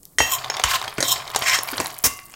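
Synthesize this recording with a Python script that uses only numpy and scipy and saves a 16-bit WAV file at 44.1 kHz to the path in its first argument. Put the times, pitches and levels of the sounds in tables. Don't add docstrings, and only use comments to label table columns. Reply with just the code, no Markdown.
import sys
import numpy as np
from scipy import signal
from scipy.fft import rfft, irfft, next_fast_len
from scipy.io import wavfile
from scipy.ndimage import uniform_filter1d, map_coordinates

SR = 44100
rng = np.random.default_rng(int(sys.argv[2]) if len(sys.argv) > 2 else 0)


def int16_out(signal):
    q = np.round(np.clip(np.atleast_2d(signal).T, -1, 1) * 32767)
    wavfile.write(sys.argv[1], SR, q.astype(np.int16))


N = 103635


def amp(db):
    return 10 ** (np.asarray(db) / 20)


def unit(x):
    return x / np.sqrt(np.mean(x ** 2) + 1e-20)


def peak_unit(x, size=176):
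    power = uniform_filter1d(x ** 2, size, mode="constant")
    return x / np.sqrt(power.max() + 1e-20)


def clock():
    return np.arange(SR // 2) / SR


def along(points, hz):
    f, v = np.transpose(points)
    return np.interp(np.log(hz + 1), np.log(f + 1), v)


def level(rows, outside=None):
    s, db = np.transpose(rows)
    return amp(np.interp(np.arange(N) / SR, s, db, outside, outside))


def wobble(rate):
    return map_coordinates(rng.standard_normal(2000), [np.arange(N) * rate / SR], mode="wrap")


def add(track, s, x):
    i = max(round(s * SR), 0)
    track[i:i + len(x)] += x[:len(track) - i]


def colour(x, points, size=4096):
    log_gain = np.log(amp(along(points, np.fft.rfftfreq(size, 1 / SR))))
    cepstrum = irfft(log_gain)
    cepstrum[1:size // 2] *= 2
    cepstrum[size // 2 + 1:] = 0
    return signal.fftconvolve(x, irfft(np.exp(rfft(cepstrum))))[:len(x)]


def resonate(x, peaks, q):
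    m = next_fast_len(len(x) + SR // 10, True)
    f = np.fft.rfftfreq(m, 1 / SR)
    response = sum(amp(db) * f / (f + 1j * q * (f * f - c * c) / c) for c, db in peaks)
    return irfft(rfft(x, m) * response, m)[:len(x)]


def burst(t60):
    t = clock()
    return rng.standard_normal(len(t)) * amp(-60 * t / t60)


RING_WAVER = .85


def ring(modes, t60):
    t = clock()
    tones = 0
    for hz, db in modes:
        waver = RING_WAVER * wobble(171.0)[:len(t)]
        tones = tones + amp(db) * np.sin(2 * np.pi * hz * t + waver)
    return peak_unit(amp(-60 * t / t60) * tones)


def contacts(rate, spread_db):
    size = amp(spread_db * np.clip(rng.standard_normal(N), -2, 2))
    return (rng.random(N) < rate / SR) * rng.choice([-1, 1], N) * size


# start_s, bass_db, middle_db, treble_db, rattle_t60_s, ring_db (relative), pitch_hz
KNOCK_ROWS = [(0.185, -26.5, -14.5, -12, 0.26, 0, 1947), (0.2033, -14.5, -12, -24.5, 0.021, -7, 850),
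              (0.6382, -53, -11.5, -11, 0.029, -25, 2984), (0.9824, -26, -20.5, -29.5, 0.062, -31, 446),
              (1.005, -22.5, -23, -18.5, 0.035, -11, 6330), (1.027, -18.5, -16, -15, 0.058, -18, 4030),
              (1.3609, -30, -19.5, -13, 0.034, -19, 820), (1.801, -22, -18, -18.5, 0.059, -13, 960)]
# mode_hz, level_db (relative)
PAN_MODES = [(1903, -9), (2700, -4.5), (3140, -5), (5647, -9.5), (6600, -10)]
BAND_EDGES = [330, 900, 2400, 8300]
CRACK_T60, KNOCK_T60, PAN_T60 = .004, .028, 0.33
KNOCK_DB = -3.5


def knocks():
    out = np.zeros(N)
    for s, *band_db, rattle_t60, ring_db, knock_hz in KNOCK_ROWS:
        blow = peak_unit(burst(CRACK_T60)) + peak_unit(burst(rattle_t60))
        blow += amp(-1.5) * burst(0.033)
        blow += amp(ring_db) * ring(PAN_MODES, PAN_T60)
        add(out, s, amp(max(band_db) + KNOCK_DB) * ring([(knock_hz, 0)], KNOCK_T60))
        for edges, db in zip(zip(BAND_EDGES, BAND_EDGES[1:]), band_db):
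            band = signal.butter(2, edges, "band", fs=SR, output="sos")
            add(out, s, amp(db) * peak_unit(signal.sosfilt(band, blow)))
    return out


# start_s, level_db, pitch_hz
THUD_ROWS = [(0.202, -27, 65), (0.643, -25, 53), (0.983, -22.5, 170), (1.728, -29, 268), (1.789, -30, 148),
             (2.062, -29, 95)]
THUD_T60 = 0.14


def thuds():
    out = np.zeros(N)
    for s, db, hz in THUD_ROWS:
        add(out, s, amp(db) * peak_unit(resonate(burst(THUD_T60), [(hz, 0)], q=1.7)))
    return out


CATCH_PER_S, CATCH_SPREAD_DB, CATCH_Q = 110, 7.5, 8


def rasp():
    bands = 0
    for hz in np.geomspace(700, 14000, 20):
        catches = amp(CATCH_SPREAD_DB * np.clip(wobble(CATCH_PER_S), -2, 1))
        bands = bands + resonate(rng.standard_normal(N) * catches, [(hz, 0)], CATCH_Q)
    return unit(bands)


# time_s, level_db
STROKE_LEVELS = [
    [(.215, -32), (.29, -32), (.336, -17.5), (.36, -25.5), (.375, -46)],
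    [(.645, -28), (.72, -22), (.757, -20), (.775, -29)],
    [(1.035, -28.5), (1.114, -16.5), (1.131, -19.5), (1.146, -29)],
    [(1.425, -28), (1.45, -29), (1.475, -18), (1.55, -16.5), (1.6, -37)],
]
STROKE_SHAPES = [
    [-25, -3, -2, 4, -18, 8, 0.5, -2.5],
    [-11, 3, 0.5, 0, -3, -4.5, -14.5, -11],
    [1, 10, -7, 26, 5.5, 21.5, 9, 8.5],
    [4, 0.5, 14.5, 2, 2.5, 4, -11, -9],
]
COLOUR_POINTS = [300, 1000, 1900, 3700, 4800, 7000, 11500, 13600]
STEEL_SHARES = [0.93, 0.089, 0.8, 0.26]
# pitch_hz, level_db (relative)
STEEL_PEAKS = [(1060, 16), (2660, -3), (3180, 6), (4055, 3), (5380, 10.5), (6900, -2), (7650, -10),
               (13700, 9.5)]
STEEL_Q = 45
SLIPS_PER_S, SLIP_SPREAD_DB, JUDDER_DB = 1800, 4, 2.2
GLIDE_SAMPLES = 10.3


def scrapes():
    out = np.zeros(N)
    judder = amp(JUDDER_DB * np.clip(wobble(170), -2, 1))
    slips = contacts(SLIPS_PER_S, SLIP_SPREAD_DB) * judder
    ringing = resonate(slips, STEEL_PEAKS, STEEL_Q)
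    steel = unit(map_coordinates(ringing, [np.arange(N) + GLIDE_SAMPLES * wobble(35)]))
    grit = unit(rasp() * judder)
    for stroke, shape, share in zip(STROKE_LEVELS, STROKE_SHAPES, STEEL_SHARES):
        rub = np.sqrt(share) * steel + np.sqrt(1 - share) * grit
        rub = unit(colour(rub, list(zip(COLOUR_POINTS, shape))))
        out += level(stroke, -120) * rub
    return out


# pitch_hz, level_db (relative)
CLICK_COLOUR = [(300, -3), (800, 10), (2600, 1.5), (4000, 1.5), (6300, -1.5), (11000, -19)]
NUT_T60, NUT_TAIL_T60 = .014, .06


def click():
    return peak_unit(colour(peak_unit(burst(NUT_T60)) + amp(-7) * burst(NUT_TAIL_T60), CLICK_COLOUR))


# start_s, level_db
PING_ROWS = [(0.5002, -17), (0.5403, -28), (1.588, -18.5)]
# mode_hz, level_db (relative)
SPOON_MODES = [(5380, 0), (6630, -4)]
SPOON_T60 = .04


def pings():
    out = np.zeros(N)
    for s, db in PING_ROWS:
        add(out, s, amp(db) * peak_unit(click() + ring(SPOON_MODES, SPOON_T60)))
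    return out


# mode_hz, level_db (relative)
RIM_MODES = [(1125, -2), (2080, -8), (2762, -2.5), (4678, -13)]
# pitch_hz, level_db (relative)
CHATTER_COLOUR = [(1900, 0), (4400, -2), (5600, 9.5), (9000, 3.5)]
RIM_S, RIM_HOLD_S, RIM_T60, RIM_RING_T60 = 2.0395, 0.027, 0.058, 0.54
RIM_DB, RIM_RING_DB = -12.5, -30


def rim():
    out, t = np.zeros(N), clock()
    fade = amp(-60 * np.maximum(t - RIM_HOLD_S, 0) / RIM_T60)
    chatter = unit(colour(rng.standard_normal(len(t)), CHATTER_COLOUR)) * fade
    add(out, RIM_S, amp(RIM_DB) * chatter + amp(RIM_RING_DB) * ring(RIM_MODES, RIM_RING_T60))
    return out


# start_s, level_db, pitch_hz
NUT_ROWS = [(0.4446, -23.5, 3570), (0.5677, -22, 3540), (0.597, -18.5, 763), (0.815, -23.5, 3630),
            (0.84, -28.5, 1500), (0.879, -22.5, 3350), (1.277, -29.5, 3640), (1.301, -32, 3560),
            (1.3482, -20.5, 960), (1.422, -19, 3170), (1.688, -23.5, 2200), (1.733, -26.5, 1500),
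            (1.78, -20, 4130), (1.859, -23.5, 4000), (2.19, -35, 1960), (2.339, -36, 2830)]
NUT_RING_DB, NUT_Q = 0, 9


def single_nuts():
    out = np.zeros(N)
    for s, db, hz in NUT_ROWS:
        tone = peak_unit(resonate(burst(NUT_T60), [(hz, 0)], NUT_Q))
        add(out, s, amp(db) * peak_unit(click() + amp(NUT_RING_DB) * tone))
    return out


# time_s, level_db (before the trims PATTER_DB and BODY_DB)
TUMBLE_LEVEL = [(.19, -66), (.24, -33.5), (.87, -33.5), (.96, -41.5), (1.16, -28.5), (1.28, -38.5),
                (1.42, -30.5), (1.7, -35), (1.85, -33.5), (2.03, -46.5), (2.35, -54.5)]
PATTER_PER_S, PATTER_SPREAD_DB, PATTER_Q = 36, 4, 3
PATTER_DB = -3.5


def heap():
    patter = 0
    for hz in np.geomspace(1000, 4800, 5):
        hits = signal.fftconvolve(contacts(PATTER_PER_S, PATTER_SPREAD_DB), click())[:N]
        patter = patter + unit(resonate(hits, [(hz, 0)], q=PATTER_Q))
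    return amp(PATTER_DB) * level(TUMBLE_LEVEL) * unit(patter)


# pitch_hz, level_db (relative)
BODY_PEAKS = [(125, 2.5), (430, -7.5), (720, 4), (1040, 2)]
BODY_DB, BODY_Q = -4, 6.3


def pan_body():
    body = unit(resonate(rng.standard_normal(N), BODY_PEAKS, BODY_Q))
    return amp(BODY_DB) * level(TUMBLE_LEVEL) * body


# start_s, level_db
POP_ROWS = [(0.032, -38.5), (.054, -35.5), (1.392, -25.5), (1.634, -21), (1.716, -30), (1.8697, -24.5),
            (1.9884, -24.5)]
# time_s, level_db
SIZZLE_LEVEL = [(.3, -65), (.85, -46.5), (1.25, -48), (1.75, -39.5), (2.2, -47.5)]
# pitch_hz, level_db (relative)
FAT_COLOUR = [(500, -97), (3000, -15.5), (8000, 3)]


def fat():
    pops = np.zeros(N)
    for s, db in POP_ROWS:
        add(pops, s, amp(db) * peak_unit(colour(burst(0.0032), FAT_COLOUR)))
    bubbles = 0
    for hz in np.linspace(4500, 14500, 8):
        bubbles = bubbles + unit(resonate(contacts(36, 7.5), [(hz, 0)], q=4.5))
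    return pops + level(SIZZLE_LEVEL) * unit(colour(bubbles, FAT_COLOUR))


ROOM_DB, ROOM_T60, ROOM_TOP_HZ = -12, 0.32, 9000


def kitchen(x):
    soften = signal.butter(1, ROOM_TOP_HZ, fs=SR, output="sos")
    tail = signal.sosfilt(soften, burst(ROOM_T60))
    return signal.fftconvolve(x, tail / np.linalg.norm(tail))[:N]


# pitch_hz, level_db (relative)
AIR_COLOUR = [(90, 3.5), (420, -5), (1800, -40), (9000, -14)]
AIR_DB = -53


def kitchen_air():
    return amp(AIR_DB) * unit(colour(rng.standard_normal(N), AIR_COLOUR))


def scene():
    spoon = knocks() + thuds() + scrapes() + pings() + rim()
    pan = spoon + single_nuts() + heap() + fat()
    return (pan + amp(ROOM_DB) * kitchen(pan) + pan_body() + kitchen_air())[None]


TOP_HZ = 16000


def record(dry):
    m = next_fast_len(N + SR // 2)
    spectrum = rfft(np.clip(dry, -1, 1), m)
    passed = np.fft.rfftfreq(m, 1 / SR) < TOP_HZ
    return irfft(spectrum * passed, m)[..., :N]


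dry = scene()
out = record(dry)
int16_out(out)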